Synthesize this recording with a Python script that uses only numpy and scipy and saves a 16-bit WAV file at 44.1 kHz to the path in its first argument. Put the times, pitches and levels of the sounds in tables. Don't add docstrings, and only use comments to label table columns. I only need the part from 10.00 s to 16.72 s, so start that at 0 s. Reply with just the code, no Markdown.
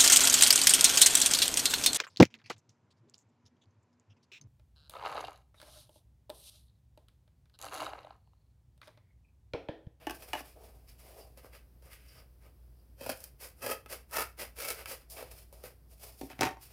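import sys
import numpy as np
from scipy import signal
from scipy.fft import rfft, irfft
from scipy.io import wavfile

SR = 44100
rng = np.random.default_rng(int(sys.argv[2]) if len(sys.argv) > 2 else 0)


def generate_wav(signal):
    frames = np.transpose(np.atleast_2d(signal))
    scaled = np.clip(frames, -1, 1) * 32767
    pcm = np.round(scaled).astype(np.int16)
    wavfile.write(sys.argv[1], SR, pcm)


N = 296352
T = np.arange(N) / SR
TAPS = 4096
FREQS = np.maximum(np.fft.rfftfreq(TAPS, 1 / SR), 1)


# (full force from [s], length [s], crunch [dB],
# sheet body re crunch [dB], hiss re crunch [dB])
CUTS = [(3.013, 0.11, -48.5, 6, 2), (3.633, 0.093, -42.5, 3.5, 2.5), (4.138, 0.079, -37.5, -2, 2),
        (4.59, .13, -43, -2, 5)]
# (frequency [Hz], width [Hz], level [dB])
SHEET_CUT_1 = [(540, 49, 2), (648, 40, -36), (1600, 410, -17), (2540, 110, -9.5), (3160, 75, -13.5)]
SHEET_CUT_2 = [(465, 81, -6), (538, 100, -6), (843, 36, -9), (1272, 55, -2), (1660, 69, -5.5),
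               (1970, 180, -6.5), (2580, 140, -3.5), (3190, 64, -10)]
SHEET_CUT_3 = [(440, 16, -1), (550, 240, 0), (900, 87, -6), (960, 88, -4), (1260, 46, 2), (1360, 150, -0.5),
               (1800, 200, -1.5), (2150, 160, -2.5), (2620, 130, -2)]
SHEET_CUT_4 = [(504, 124, 8), (1315, 63, 2), (1600, 220, -2.5), (2250, 160, 2.5), (2636, 47, 2),
               (3100, 120, -10)]
# (frequency [Hz], width [Hz], level [dB])
BENDING_MODES = [(110, 14, -10.5), (263, 41, -14.5)]
# (time [s], peak [dB], sheet body [dB])
SNAPS = [(3.013,-31.5,19), (3.036,-46,2), (3.063,-24,16), (3.0926,-17.5,12.5), (3.098,-19.5,-9),
         (3.633,-39,8), (3.664,-19,5), (3.679,-28,1), (3.695,-23.5,12), (3.700,-25,1), (3.712,-16,10),
         (3.7167,-19,-1), (3.7264,-31,2), (4.168,-15.5,-0.5), (4.1828,-19,3), (4.2102,-43,7),
         (4.2213,-41,7), (4.602,-26,-10), (4.623,-22,0.5), (4.6727,-35,9), (4.685,-20,-4), (4.704,-14,-7)]
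# (time [s], peak [dB], sheet body [dB], hiss [dB])
CATCHES = [(0.223,-35,-6,0), (1.3746,-37.5,10.5,4), (1.446,-36.5,26,2), (1.8238,-47,4,2), (3.174,-35,2,10),
           (3.2043,-34,0,19), (3.2404,-24.5,-5,18), (3.6237,-30,-2,25), (3.8607,-35,2,-8),
           (4.1112,-32,5,18), (4.575,-39,0,6), (4.8583,-24,-24,-4), (5.1,-30,-3,24), (5.167,-38,-1,-8),
           (5.188,-43,16,-9), (5.2258,-26.5,13,5.5), (5.5267,-36.5,18,13.5), (5.6385,-31,7,2)]
# (onset complete [s], length [s], final scrape [dB],
# sheet body re scrape [dB], hiss re scrape [dB])
SCRAPES = [(1.375, 0.0094, -60.5, 1, 3), (1.433, 0.024, -62.5, 9, 3.5), (1.528, 0.026, -55.5, -2, -1),
           (1.827, 0.048, -66.5, 7, 4.5), (1.908, 0.026, -53, -9.5, 0.5), (1.988, 0.17, -63.5, -8, 0.5),
           (2.158, 0.039, -61.5, 4.5, -1), (2.415, .05, -68, 6, 1.5), (3.158, 0.1, -64, 3, 10.5),
           (3.405, .045, -52, 2, 8), (3.57, 0.019, -74.5, 9, 14), (3.9, 0.031, -45.5, 1.5, 5),
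           (4.39, 0.028, -42.5, 1.5, 3.5), (4.762, 0.042, -48.5, 1, 0.5), (4.874, 0.043, -46, 1.5, 6.5),
           (4.981, 0.033, -64, -4, 1.5), (5.637, 0.025, -54.5, 4.5, 5.5)]
# (frequency [Hz], width [Hz], level [dB])
PINCHED_SHEET = [(527, 153, -2.5), (860, 120, -43), (1235, 93, -4.5), (1570, 150, -3.5), (2070, 380, -1.5),
                 (2625, 490, -3)]
# (loudest at [s], rise [s], fall [s], level [dB])
RASPS = [(.89, 0.0088, 0.023, -64.5), (1.215, 0.014, 0.019, -62), (2.085, 0.0062, 0.032, -63.5),
         (2.19, 0.027, .015, -65), (2.8, 0.026, 0.017, -81)]
# (frequency [Hz], width [Hz], level [dB])
BLADE_MODES = [(2880, 470, -7), (4760, 140, 5), (5300, 300, 1)]
# (fastest at [s], rise [s], fall [s], rub [dB],
# sheet body re rub [dB], hiss re rub [dB])
RUBS = [(.015, 0.014, .09, -53.5, -0.5, -4.5), (.15, 0.011, 0.025, -56, 10, 10.5),
        (.232, 0.022, 0.022, -50.5, 3, 5.5), (.285, 0.019, 0.066, -54.5, 2, 5),
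        (.395, 0.033, .012, -42.5, -10, -0.5), (.46, 0.013, 0.058, -55.5, -1, 5.5),
        (.57, .015, 0.068, -72, 23.5, -3), (.64, .025, 0.098, -61.5, 11.5, 7),
        (0.886, 0.0072, 0.043, -59.5, -15, 6), (.995, 0.0083, 0.038, -58.5, -5, 7.5),
        (1.08, 0.049, 0.086, -58, 7.5, 5.5), (1.19, 0.067, 0.081, -63, 15, 8.5),
        (5.107, 0.0048, 0.047, -58.5, 4, 19.5), (5.19, 0.026, .05, -44.5, 5.5, 1.5),
        (5.315, 0.0064, 0.027, -52.5, 4.5, 8.5), (5.391, .03, 0.036, -55.5, -1.5, 8.5),
        (5.535, .008, 0.089, -63, 10, 9.5), (5.92, 0.017, 0.024, -64.5, 6, 13),
        (6.033, 0.023, 0.062, -53, 3, 10.5), (6.199, 0.021, 0.099, -64, 1, 15),
        (6.315, 0.02, 0.012, -46.5, -3, -4), (6.63, .01, 0.026, -51, -11, 9.5),
        (6.71, .06, .04, -61, -3, 4)]
# (frequency [Hz], width [Hz], level [dB])
LOOSE_SHEET = [(463, 130, 2.5), (662, 87, 4), (1210, 98, -10), (1610, 390, -11), (2405, 600, -5)]
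# (time [s], peak [dB], thud [dB], crack [dB], tick [dB])
KNOCKS = [(0.0689,-23.5,3.5,0.5,-9.5), (.0966,-29,2,4,-1), (0.1076,-29,-2,-4.5,-1.5),
          (0.3326,-20.5,-3.5,-1,-12), (0.3523,-28,-4,-6,-16), (0.4058,-35,5,-5,-1), (6.2123,-29,14,0.5,0.5),
          (6.233,-33,31,-10,-24), (6.301,-39,-9,-9,-9), (6.3314,-42.5,10,11,-10), (6.3918,-30,14,6,-7),
          (6.4096,-15.5,2,-9,-2.5), (6.42,-16,-10,-5,-16), (6.4317,-15.5,1,3.5,0), (6.452,-25,0,-8,-11),
          (6.467,-24.5,-2,-4,-16), (6.473,-29,-8,-5,-21), (6.5093,-38,-9,-11,-11), (6.57,-40.5,-10,-15,-20)]
# (frequency [Hz], width [Hz], level [dB])
UNCUT_MODES = [(294.5, 32, -1), (342, 6.2, -4), (604, 16, 2.5), (725, 52, 0), (867, 45, 6),
               (1120, 57, -3.5), (1560, 49, -7.5), (1745, 170, -6), (2470, 220, -10), (2580, 87, -8),
               (2900, 130, -6.5), (5670, 590, -18)]
# (frequency [Hz], width [Hz], level [dB])
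OFFCUT_MODES = [(67.4, 24, 0.5), (126, 37, -2), (283, 29, 7.5), (366, 40, 3), (467, 81, -7), (588, 15, 4.5),
                (751, 26, 9), (794, 18, 5), (905, 20, 11.5), (1070, 36, -12), (1095, 58, -1),
                (1510, 380, -5), (1820, 80, 1), (2230, 320, -1.5), (2590, 110, -1.5), (3220, 200, -18),
                (4640, 630, -37.5), (5360, 1200, -14.5)]
# (frequency [Hz], level [dB])
HISS_COLOUR = [(1760, -33), (3000, -3), (3220, -3), (3500, -36), (3860, -13.5), (4930, 0), (5520, -3),
               (6170, -7.5), (7670, -7), (9600, 0), (12200, -1.5), (14900, 0), (16000, -16)]
SHEET_EDGES = [90, 1000, 4000, 20000]
KNOCK_EDGES = [50, 480, 1300, 4000, 20000]
# (frequency [Hz], density [dB per Hz])
AIR_COLOUR = [(25, -6), (50, -4), (75, -8.5), (125, -14), (200, -23), (400, -26.5), (700, -33.5),
              (1200, -40.5), (3800, -48), (5000, -43.5), (6800, -52), (12000, -41.5), (16000, -44.5)]
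# (frequency [Hz], rms level [dB])
HUM = [(59.2, -59), (122, -74.5)]

BITE_S, CUT_RELEASE_S = 0.012, 0.028
SURGE_DB, SURGE_S = 5.5, 0.017
SCRAPE_ATTACK_S, SCRAPE_SWELL_DB, SCRAPE_RELEASE_S = 0.007, 6, 0.027
SKITTER_S, SKITTER_DB = 6.412, -39.5
SKITTER_ATTACK_S, SKITTER_HOLD_S, SKITTER_RELEASE_S = 0.012, 0.047, 0.022
HISS_POWER = 0.97
AIR_DB = -59
TOP_HZ = 15900


def nearest_cut(s):
    return np.argmin([abs(start + length / 2 - s) for start, length, *_ in CUTS])


def scissors():
    shapes = (SHEET_CUT_1, SHEET_CUT_2, SHEET_CUT_3, SHEET_CUT_4)
    sheets = [card(modes + BENDING_MODES, SHEET_EDGES, damping=1, hiss_db=-12) for modes in shapes]
    pinched = card(PINCHED_SHEET, SHEET_EDGES, damping=0.94, hiss_db=-4.5)
    cuts, scrapes, snaps, catches = np.zeros((4, N))

    for (start, length, db, body, hiss), sheet in zip(CUTS, sheets):
        from_surge = T - start - length + SURGE_S / 2
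        surge = undb(SURGE_DB * np.exp(-(from_surge / SURGE_S) ** 2))
        effort = envelope(start, BITE_S, length, CUT_RELEASE_S) * surge
        cuts += stroke(effort, sheet, (db + body, db, db + hiss), per_s=1400, spread_db=1.0,
                       smooth=0.49, slip_hz=149.8, slip_db=4.5)

    for start, length, db, body, hiss in SCRAPES:
        effort = envelope(start, SCRAPE_ATTACK_S, length, SCRAPE_RELEASE_S, SCRAPE_SWELL_DB)
        scrapes += stroke(effort, pinched, (db + body, db, db + hiss), per_s=4500, spread_db=3.5,
                          smooth=0.99, slip_hz=188, slip_db=2.5)

    for s, db, body in SNAPS:
        cut = nearest_cut(s)
        hiss = CUTS[cut][-1]
        snap = blow(sheets[cut], (body, 0.5, hiss), crumble_s=0.0048, crumble_db=7)
        add(snaps, s, undb(db) * snap)

    for s, db, body, hiss in CATCHES:
        sheet = sheets[nearest_cut(s)]
        catch = blow(sheet, (body, -1, hiss), crumble_s=0.0045, crumble_db=1.5)
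        add(catches, s, undb(db) * catch)

    return undb(-6.0) * cuts + undb(-3.5) * scrapes + undb(-4.5) * snaps + undb(-4.5) * catches


def rasp():
    edges = (SHEET_EDGES[1], SHEET_EDGES[-1])
    blades, = card(BLADE_MODES, edges, damping=0.4, hiss_db=-16)
    effort = sum(undb(db) * envelope(s, rise, 0, fall) for s, rise, fall, db in RASPS)
    force = crackle(N, per_s=4500, spread_db=4, smooth=0.49) * effort
    return undb(2.5) * signal.fftconvolve(force, blades)[:N]


def handling():
    sheet = card(LOOSE_SHEET, SHEET_EDGES, damping=1.21, hiss_db=-7.5)
    rubs = np.zeros(N)
    for s, rise, fall, db, body, hiss in RUBS:
        effort = envelope(s, rise, 0, fall)
        rubs += stroke(effort, sheet, (db + body, db, db + hiss), per_s=3300, spread_db=-1.5,
                       smooth=1.0, slip_hz=93.3, slip_db=4.5)
    return undb(-8.0) * rubs


def table():
    uncut = card(UNCUT_MODES, KNOCK_EDGES, damping=0.78, hiss_db=-21.5)
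    offcut = card(OFFCUT_MODES, KNOCK_EDGES, damping=1.32, hiss_db=-43)
    knocks = np.zeros(N)
    for s, db, thud, crack, tick in KNOCKS:
        piece = uncut if s < CUTS[0][0] else offcut
        knock = blow(piece, (thud + 0.5, 1.5, crack, tick), crumble_s=0.0037, crumble_db=3.0)
        add(knocks, s, undb(db) * knock)

    sliding = card(OFFCUT_MODES, SHEET_EDGES, damping=2.4, hiss_db=-5)
    effort = envelope(SKITTER_S, SKITTER_ATTACK_S, SKITTER_HOLD_S, SKITTER_RELEASE_S)
    skitter = stroke(effort, sliding, levels_db=(0.5, -2.5, -8), per_s=900, spread_db=0,
                     smooth=0.2, slip_hz=146.7, slip_db=9)
    return knocks + undb(SKITTER_DB) * skitter


def stroke(effort, registers, levels_db, per_s, spread_db, smooth, slip_hz, slip_db):
    first, last = np.flatnonzero(effort > 0.01)[[0, -1]]
    t, effort = T[first:last], effort[first:last]
    slips = t[0] + np.cumsum(rng.uniform(0.5, 1.5, 600)) / slip_hz
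    grip = undb(slip_db * np.interp(t, slips, rng.uniform(-0.84, 1, len(slips))))
    grip = grip / np.sqrt(np.mean(grip ** 2))
    force = crackle(2 * SR, per_s, spread_db, smooth)[:len(t)] * grip
    out = np.zeros(N)
    for response, db, power in zip(registers, levels_db, (1, 1, HISS_POWER)):
        push = force * undb(db) * effort ** power
        add(out, t[0], signal.fftconvolve(push, response))
    return out


def blow(registers, levels_db, crumble_s, crumble_db):
    t = np.arange(TAPS) / SR
    crumble = crackle(TAPS, 6000, 4.4, 0.61) * np.exp(-t / crumble_s)
    force = undb(crumble_db) * crumble / np.linalg.norm(crumble)
    force[0] += 1
    ring = sum(undb(db) * response for response, db in zip(registers, levels_db))
    sound = signal.fftconvolve(force, ring)
    return sound / np.abs(sound).max()


def crackle(size, per_s, spread_db, smooth):
    strength = undb(spread_db * np.minimum(rng.exponential(size=size), 4))
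    happens = rng.random(size) < per_s / SR
    clicks = happens * rng.choice([-1, 1], size) * strength
    friction = clicks / (clicks.std() + 1e-9) + smooth * rng.standard_normal(size)
    return friction / friction.std()


def card(modes, edges, damping, hiss_db):
    power = 0
    for hz, width, db in modes:
        detuning = (FREQS ** 2 - hz ** 2) / (FREQS * width * damping)
        power = power + undb(db) ** 2 / (1 + detuning ** 2)
    hiss = undb(hiss_db) * colour(HISS_COLOUR, np.maximum(FREQS, 3600)) * FREQS / (FREQS + 500)
    gain = np.sqrt(power + hiss ** 2)
    registers = []
    for lo, hi in zip(edges, edges[1:]):
        band = np.sqrt((1 + (lo / FREQS) ** 10) * (1 + (FREQS / hi) ** 10))
        registers.append(causal(gain / band))
    return registers


def causal(gain):
    cepstrum = irfft(np.log(gain / gain.max() + 1e-6))
    cepstrum[1:TAPS // 2] *= 2
    cepstrum[TAPS // 2 + 1:] = 0
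    response = irfft(np.exp(rfft(cepstrum)))
    return response / np.linalg.norm(response)


def envelope(start, attack_s, hold_s, release_s, swell_db=0):
    t = T - start
    outside = np.maximum(-t, 0) / attack_s + np.maximum(t - hold_s, 0) / release_s
    still_to_swell = np.clip(1 - t / max(hold_s, 1e-3), 0, 1)
    return np.exp(-np.minimum(outside, 50)) * undb(-swell_db * still_to_swell)


def add(track, s, sound):
    start = max(int(s * SR), 0)
    track[start:start + len(sound)] += sound[:max(N - start, 0)]


def undb(db):
    return 10 ** (np.asarray(db) / 20)


def colour(points, freqs):
    hz, db = np.transpose(points)
    return undb(np.interp(np.log(freqs), np.log(hz), db))


def room(sound, low_t60, high_t60):
    t = T[:SR // 2]
    noise = rng.standard_normal(len(t))
    low = signal.sosfilt(signal.butter(2, [140, 2500], "band", fs=SR, output="sos"), noise)
    high = signal.sosfilt(signal.butter(2, 2500, "high", fs=SR, output="sos"), noise)
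    tail = low * 1000 ** (-t / low_t60) - high * 1000 ** (-t / high_t60)
    tail = tail * np.clip((t - 0.002) / 0.0042, 0, 1)
    return signal.fftconvolve(sound, tail / np.linalg.norm(tail))[:N]


def background():
    freqs = np.maximum(np.fft.rfftfreq(N, 1 / SR), 1)
    air = irfft(rfft(rng.standard_normal(N)) * colour(AIR_COLOUR, freqs), N)
    knots = np.linspace(0, T[-1], num=20)
    waver = np.interp(T, knots, rng.standard_normal(len(knots)))
    hum = np.zeros(N)
    for hz, db in HUM:
        hum += np.sqrt(2) * undb(db) * np.sin(2 * np.pi * hz * T + 0.35 * waver)
    return undb(AIR_DB) * air / air.std() + hum * undb(waver)


def scene():
    hands = scissors() + rasp() + handling()
    knocks = table()
    walls = room(undb(-9.5) * hands + undb(-7.5) * knocks, low_t60=0.24, high_t60=0.17)
    mono = hands + knocks + walls + background()
    return np.array([mono, mono])


def record(dry):
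    thin = signal.sosfilt(signal.butter(6, 46, "high", fs=SR, output="sos"), dry)
    return signal.sosfilt(signal.ellip(10, 0.2, 70, TOP_HZ, fs=SR, output="sos"), thin)


dry = scene()
out = record(dry)
generate_wav(out)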